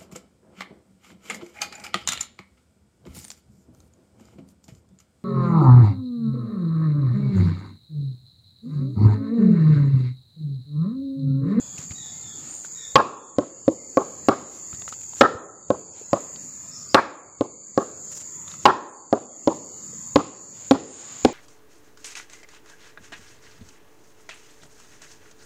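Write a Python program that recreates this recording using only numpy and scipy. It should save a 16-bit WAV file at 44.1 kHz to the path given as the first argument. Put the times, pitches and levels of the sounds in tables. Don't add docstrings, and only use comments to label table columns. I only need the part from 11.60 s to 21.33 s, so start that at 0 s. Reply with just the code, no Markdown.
import sys
import numpy as np
from scipy import signal
from scipy.fft import rfft, irfft
from scipy.io import wavfile
from scipy.ndimage import uniform_filter1d

SR = 44100
rng = np.random.default_rng(int(sys.argv[2]) if len(sys.argv) > 2 else 0)


def wrap_up_sound(samples):
    columns = np.atleast_2d(samples).T
    tamed = np.clip(columns, -1, 1)
    steps = np.round(tamed * 32767).astype(np.int16)
    wavfile.write(sys.argv[1], SR, steps)


def attenuation_scalar(level_db):
    decades = np.asarray(level_db, float) / 20
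    return 10 ** decades


N = 429093

# start in seconds, strength in dB, stalk pitch as a factor,
# level of the upper tones in dB, level of the fibre crack in dB.
BLOWS = [(1.3559, 16.5, 0.98, -4, -13), (1.7844, 9.5, 0.93, -17.5, -24), (2.0791, 6, 0.85, -23.5, -29),
         (2.3712, 5, 0.97, -7.5, -24), (2.685, 9.5, 1.017, -9.5, -17), (3.6095, 20, 1.136, -4, -16),
         (4.103, 9.5, 0.95, -12.5, -28), (4.5307, 4.5, 0.89, -9, -21.5), (5.3444, 14, 1.01, -1.5, -8),
         (5.809, 7.5, 0.91, -17.5, -26), (6.1761, 6.5, 0.98, -13.5, -22), (7.0542, 16, 0.96, -2, -11),
         (7.5270, 12, 1.042, -14, -27.5), (7.8739, 5, 0.87, -7, -19), (8.558, 10, 0.75, -6.5, -15),
         (9.1101, 7.5, 0.73, -7, -12), (9.6486, 9, 0.652, -10, -11.5)]


def evened(x):
    return x / np.sqrt(np.mean(x ** 2) + 1e-20)


def read(points, hz):
    f, value = np.transpose(points)
    return np.interp(np.log(hz + 1), np.log(f + 1), value)


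def add(mix, s, sound):
    at = round(s * SR)
    part = mix[max(at, 0):][:len(sound) + min(at, 0)]
    part += sound[max(-at, 0):][:len(part)]


def resonate(x, hz, width):
    turn = np.exp(2j * np.pi * np.cumsum(hz * np.ones(len(x))) / SR)
    r = np.exp(-np.pi * width / SR)
    return 2 * (turn * signal.lfilter([1 - r], [1, -r], x / turn)).real


def coloured(x, points):
    return irfft(rfft(x) * attenuation_scalar(read(points, np.fft.rfftfreq(len(x), 1 / SR))), len(x))


def drift(top_hz):
    t = np.arange(0, N, 200) / SR
    wave = 0
    for f in np.geomspace(top_hz / 20, top_hz, 24):
        wave = wave + np.sin(2 * np.pi * (f * t + rng.random())) / np.sqrt(f)
    return np.interp(np.arange(N) / SR, t, evened(wave))


def air():
    # pitch in Hz, level in dB per Hz.
    wind_colour = [(18, -37.5), (30, -15.5), (157, -4), (461, -14), (700, -19.5), (1190, -15.5),
                   (1450, -21), (2350, -21), (3000, -27), (3420, -25), (5800, -15.5), (7540, -50),
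                   (12800, -120)]
    frames, hz = N // 256 + 5, np.fft.rfftfreq(1024, 1 / SR)
    a, b, patches = rng.standard_normal((frames, 513, 3)).T
    patches = evened(uniform_filter1d(uniform_filter1d(patches, 4, 0), 40, 1))
    fade_db = read([(5800, -5.5), (9000, -14.5), (16000, -22.0)], hz)
    level_db = read(wind_colour, np.minimum(hz, 5700)) + fade_db
    z = (a + 1j * b) * attenuation_scalar(level_db[:, None] + 3.7 * patches)
    hiss = signal.istft(z, nperseg=1024, noverlap=768)[1][:N]
    return attenuation_scalar(-48.5) * evened(hiss)


def cicadas():
    clicks = (rng.random(N) < 2600 / SR) * attenuation_scalar(4.1 * rng.standard_normal(N))
    blur = 0.32 * rng.standard_normal(N)
    hz = np.fft.rfftfreq(N, 1 / SR)
    body = np.exp(-((hz - 7050) / 560) ** 2)
    body += attenuation_scalar(-30.5) * np.exp(-((hz - 8300) / 700) ** 2)
    song = evened(irfft(rfft(clicks + blur) * body, N))
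    song = song * attenuation_scalar(0.9 * drift(5.3) + 0.4 * drift(1.0))
    doubled = evened(song ** 2) + 3.5 * evened(blur)
    overtone = irfft(rfft(doubled) / (1 + ((hz - 14400) / 1250) ** 6), N)
    return attenuation_scalar(-29.5) * (song + attenuation_scalar(-16.5) * evened(overtone))


def cricket():
    throb = 2.5 + np.cos(np.pi * np.cumsum(48 * (1 + 0.18 * drift(4.1))) / SR) ** 2
    tone = resonate(resonate(rng.standard_normal(N), 4600, 280), 4600, 280)
    level_db = -62 + 3.0 + 3.0 * drift(7.5)
    return attenuation_scalar(level_db) * evened(tone * throb)


def note(length, hz0, hz1, db, blur_hz, partials):
    t = np.arange(round(length * SR)) / (length * SR)
    noise = rng.standard_normal(len(t))
    out = 0
    for lag, echo in [(1.05, 1), (0.5, 0.6), (0.08, 0.85)]:
        travelled = 0.3 * t + 0.72 / (1 + np.exp((0.22 - t) / 0.045))
        glide = hz0 + lag * (hz1 - hz0) * travelled
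        noise = np.roll(noise, 999)
        for k, level_db in partials:
            tone = resonate(resonate(noise, k * glide, blur_hz), k * glide, blur_hz)
            out = out + echo * attenuation_scalar(level_db) * evened(tone)
    swell = np.sin(np.pi * t ** 0.59) ** 1.3
    return attenuation_scalar(db - 2.0) * out * swell


def birds():
    # start in seconds, length in seconds,
    # first pitch in Hz, last pitch in Hz, level in dB.
    hoarse_notes = [
        (-.05, 0.31, 3491, 3292, -49),
        (0.337, 0.3, 3850, 3460, -38.5),
        (0.62, 0.245, 3605, 3360, -41.5),
        (1.146, .24, 3785, 3520, -37),
        (1.446, 0.37, 3570, 3360, -48),
    ]
    # start in seconds, length in seconds,
    # first pitch in Hz, last pitch in Hz, level in dB.
    thin_notes = [
        (0.869, 0.22, 8430, 8800, -38),
        (5.109, 0.2, 5240, 6700, -39),
        (5.286, .08, 4750, 5620, -41),
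        (7.27, 0.2, 8580, 8060, -43.5),
        (9.24, 0.332, 8770, 8150, -42.5),
        (.5, 0.29, 2110, 2101, -62),
        (1.24, 0.14, 2110, 2092, -65),
        (2.16, 0.15, 2130, 2096, -56),
    ]
    out = np.zeros(N)
    for s, *row in hoarse_notes:
        add(out, s, note(*row, 85, [(0.5, -20.5), (1, -6.5), (1.5, -15)]))
    for s, length, hz0, hz1, db in thin_notes:
        blur_hz = 0.016 * hz0 + 0.17 * abs(hz1 - hz0)
        add(out, s, note(length, hz0, hz1, db, blur_hz, [(1, 0)]))
    return out


def brushed_leaves():
    # middle in seconds, length in seconds, swish in dB, crackle in dB.
    brushes = [(0.186, 0.0286, -58.5, -54), (0.21, 0.16, -53.5, -61), (0.319, 0.022, -47, -76),
               (0.879, 0.36, -56.5, -65), (1.053, 0.054, -56, -58), (2.96, 0.22, -64, -61),
               (3.145, 0.041, -55.5, -63), (3.221, 0.0087, -43.5, -57.5), (3.292, 0.033, -54.5, -50.5),
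               (3.333, 0.037, -52, -64), (3.415, .016, -55, -59), (3.436, .016, -57, -54.5),
               (3.591, 0.11, -54, -54.5), (4.385, 0.147, -56.5, -68), (4.83, .12, -70, -64),
               (5.107, 1, -93, -69.5), (6.525, 0.048, -54, -51.5), (6.555, 0.015, -58, -49),
               (6.574, .04, -53, -47.5), (6.611, 0.057, -54.5, -54), (6.753, .35, -94, -71.5),
               (6.92, 0.14, -55.5, -60), (7.033, 0.051, -59, -60.5), (9.038, 0.36, -59, -75),
               (9.498, 0.68, -50.5, -72.5)]
    # pitch in Hz, level in dB.
    swish_colour = [(300, -8), (1200, -3), (2800, -4), (5000, -3.5), (7000, -7.5), (10000, -21.5)]
    # pitch in Hz, level in dB.
    crackle_colour = [(1500, -17.5), (4000, -21), (6000, 9), (9000, 4.5), (12000, -1), (16000, -0.5)]
    swish_level, crackle_level = np.zeros((2, N))
    for s, length, swish_db, crackle_db in brushes:
        arch = np.hanning(round(length * SR))
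        add(swish_level, s - length / 2, attenuation_scalar(swish_db) * arch)
        add(crackle_level, s - length / 2, attenuation_scalar(crackle_db) * arch)
    rubbing = rng.standard_normal(N)
    swish = evened(coloured(rubbing, swish_colour))
    crackle = evened(coloured(rubbing[::-1], crackle_colour))
    return attenuation_scalar(7) * swish_level * swish + attenuation_scalar(18.5) * crackle_level * crackle


def snapping_stems():
    # start in seconds, peak level in dB, pitch in Hz.
    snaps = [(0.181, -30, 2620), (0.3082, -32, 2273), (1.0477, -30.5, 1520), (3.1292, -32, 1310),
             (3.2185, -42, 1486), (3.279, -24.5, 1300), (3.3252, -23.5, 1291), (3.534, -32.5, 925),
             (4.7598, -28, 4539), (6.879, -38, 1220), (6.9406, -31.5, 1291), (6.8808, -32.5, 3600),
             (6.916, -33, 3770)]
    out, t = np.zeros(N), np.arange(SR // 10) / SR
    for s, db, hz in snaps:
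        burst = resonate(rng.standard_normal(len(t)), 3200, 4100)
        snap = 0.57 * np.sin(2 * np.pi * hz * t) + 0.39 * burst
        add(out, s, attenuation_scalar(db + 4.5 - 60 * t / 0.0169) * snap)
    return out


def bumps():
    # start in seconds, peak level in dB, pitch in Hz.
    thuds = [(0.19, -29.5, 142), (0.31, -24.5, 83.4), (3.137, -30.5, 59.2), (3.751, -16, 90.5),
             (5.454, -44.5, 56.5), (6.991, -39.5, 143.4), (4.413, -30.5, 436), (1.358, -19.5, 50),
             (3.612, -20.5, 60), (5.346, -17.5, 46), (7.056, -13, 48), (7.9, -26, 450), (9.8, -18.5, 100),
             (8.331, -40, 465)]
    out, t = np.zeros(N), np.arange(SR // 10) / SR
    for s, db, hz in thuds:
        fade = attenuation_scalar(db + 6.5 - 60 * t / 0.025)
        add(out, s, fade * np.sin(2 * np.pi * hz * t) * np.clip(t / 0.0024, 0, 1))
    return out


def blow(db, pitch, upper_db, crack_db, luck):
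    # pitch in Hz, level in dB, time to fade by 60 dB in seconds.
    low_tones = [(131.37, -15, 0.04), (224, -10, 0.04), (325.6, 0.5, 0.019), (387.8, -9.5, 0.086),
                 (489.6, -1, 0.025), (540, -2.5, 0.027), (651.5, 0, 0.02754), (722, 1, 0.017)]
    # pitch in Hz, level in dB, time to fade by 60 dB in seconds.
    upper_tones = [(895, 3.5, 0.024), (997, 2.5, 0.016), (1129.7, 6, 0.026), (1345, 1.5, 0.021),
                   (1600.6, -1.5, 0.016), (1960, -16, 0.0044)]
    t = np.arange(SR // 2) / SR
    tones = list(low_tones) + [(hz, level + upper_db, t60) for hz, level, t60 in upper_tones]
    ring = np.zeros(len(t))
    for (hz, level, t60), a, b in zip(tones, luck[:14], luck[10:24]):
        fade = attenuation_scalar(level + 2.7 * a - 60 * t / t60)
        ring += fade * np.sin(2 * np.pi * hz * pitch * (1 + 0.019 * b) * (t - 0.0012))
    ring *= np.clip(t / 0.0029, 0, 1) ** 1.816 / 1.894
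    direct = ring.copy()
    ring[168:] += 0.65 * direct[:-168]
    ring[322:] += 0.77 * direct[:-322]
    crack = np.zeros(len(t))
    crack[:400] = luck[24:424] * np.clip(t[:400] / 0.0018, 0, 1) * attenuation_scalar(-60 * t[:400] / 0.011)
    fronds = attenuation_scalar(-34.5 - 60 * t / 0.54) * np.clip(t / 0.024, 0, 1)
    crack += fronds * rng.standard_normal(len(t))
    crack = resonate(crack, 4200, 3400) + 0.5 * resonate(crack, 1900, 930)
    return attenuation_scalar(db) * (ring + attenuation_scalar(crack_db + 9.5) * resonate(crack, 3500, 6000))


def grove(x, sharp_db):
    # pitch in Hz, time to fade by 60 dB in seconds.
    haze_time = [(100, 0.089), (300, 0.759), (1000, 0.73), (2500, 0.51), (6000, 0.17), (12000, 0.18)]
    # pitch in Hz, level in dB.
    haze_colour = [(100, -12.5), (250, -15.5), (400, -17), (700, -21), (1200, -13.5), (2500, -12.5),
                   (5000, -29.5), (9000, -7)]
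    # level in dB, pitch in Hz, width in Hz.
    wall_tone = (-14.5, 1370, 1200)
    # first echo in seconds, depth in seconds.
    wall_time = (.020, .038)
    size = 3 * SR // 4
    taps = np.zeros(size)
    at = np.arange(200, size - 20, 20) + rng.integers(0, 20, (size - 201) // 20)
    taps[at] = rng.choice([-1., 1.], len(at))
    hz, t, z = signal.stft(taps, SR, nperseg=256)
    z = z * attenuation_scalar(-60 * t / read(haze_time, hz)[:, None])
    haze = signal.istft(z, SR, nperseg=256)[1][:size]
    delay, depth = wall_time
    db, wall_hz, width = wall_tone
    db = db + 0.25 * sharp_db
    wall_hz, width = wall_hz * attenuation_scalar(0.1 * sharp_db), width * attenuation_scalar(0.16 * sharp_db)
    u = (np.arange(size) / SR - delay) / depth
    swell = np.clip(4 - 4 * u, 0, 1) * np.clip(u, 0, 1) ** 0.043
    wall = resonate(resonate(taps * swell, wall_hz, width), wall_hz, width)
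    haze = coloured(haze / np.linalg.norm(haze), haze_colour)
    echoes = haze + attenuation_scalar(db) * wall / np.linalg.norm(wall)
    front = x * np.exp(-np.arange(len(x)) / SR / 0.0024)
    front = front * np.linalg.norm(x) / np.linalg.norm(front)
    return signal.fftconvolve(front + 0.09 * x, echoes)


def mallet():
    out, luck = np.zeros(N), rng.standard_normal((len(BLOWS), 424))
    for (s, db, pitch, upper_db, crack_db), row in zip(BLOWS, luck):
        knock = blow(db, pitch, upper_db, crack_db, row)
        add(out, s, knock)
        low = min(pitch, 1) - 1
        echo_db = 0.42 * crack_db + 0.09 * upper_db + 5.0 + 14.0 * low
        sharp_db = min(db + crack_db, 0) + 30.0 * low
        add(out, s, attenuation_scalar(echo_db) * grove(knock, sharp_db))
    return out


def scene():
    forest = air() + cicadas() + cricket() + birds()
    near = brushed_leaves() + snapping_stems() + bumps() + mallet()
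    return (forest + near)[None]


def gain_control(x):
    t = np.arange(N) / SR
    slow_t = t[::16]
    cut_db = np.zeros(N // 16 + 1)
    for s, db, *_, crack_db in BLOWS:
        duck_db = np.clip(0.5 + 0.8 * (db + crack_db + 12), 0.5, 14)
        duck_db += 0.86 * cut_db[round(s * SR) // 16]
        u = np.maximum(slow_t - s, 0)
        drop = 0.62 * (1 - np.exp(-(u / 0.014) ** 2)) + 0.38 * (1 - np.exp(-u / 0.08))
        recovery_db = 17.95 * np.maximum(u - 0.15, 0)
        cut_db = np.maximum(cut_db, duck_db * drop - recovery_db)
    return x * np.interp(t, slow_t, attenuation_scalar(-cut_db))


def late_limiter(x):
    fall = np.arange(N) / SR * 200
    peak_db = 20 * np.log10(abs(x) + 1e-6)
    over_db = np.maximum(np.maximum.accumulate(peak_db + fall) - fall + 6, 0)
    over_db = uniform_filter1d(over_db, 501, origin=250)
    return x * attenuation_scalar(-0.55 * over_db)


def drop_faint(x):
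    # pitch in Hz, level in dB.
    quietest = [(1500, -66), (2200, -68.5), (3200, -69), (5000, -63.5), (8500, -72), (9500, -78),
                (12000, -84), (14000, -69.5), (16000, -68)]
    hz, _, z = signal.stft(x, SR, nperseg=1024, noverlap=768)
    band = uniform_filter1d(uniform_filter1d(abs(z) ** 2, 6, 0), 7, 1) * 100
    above_db = 10 * np.log10(band + 1e-14) - read(quietest, hz)[:, None]
    z *= np.clip(above_db / 5, 0, 1)
    return signal.istft(z, nperseg=1024, noverlap=768)[1][None, :N]


def roll_off(x):
    return signal.sosfilt(signal.butter(12, 16500, fs=SR, output="sos"), x)


def record(dry):
    # pitch in Hz, level in dB.
    mic_colour = [(20, -33), (45, -11), (90, 1.5), (5000, -3.5), (8000, -11), (10000, -16), (16200, -21.5),
                  (16800, -52.5)]
    clipped = np.clip(gain_control(dry[0]), -0.8, 0.8)
    heard = coloured(late_limiter(clipped), mic_colour)
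    return roll_off(drop_faint(heard))


dry = scene()
out = record(dry)
wrap_up_sound(out)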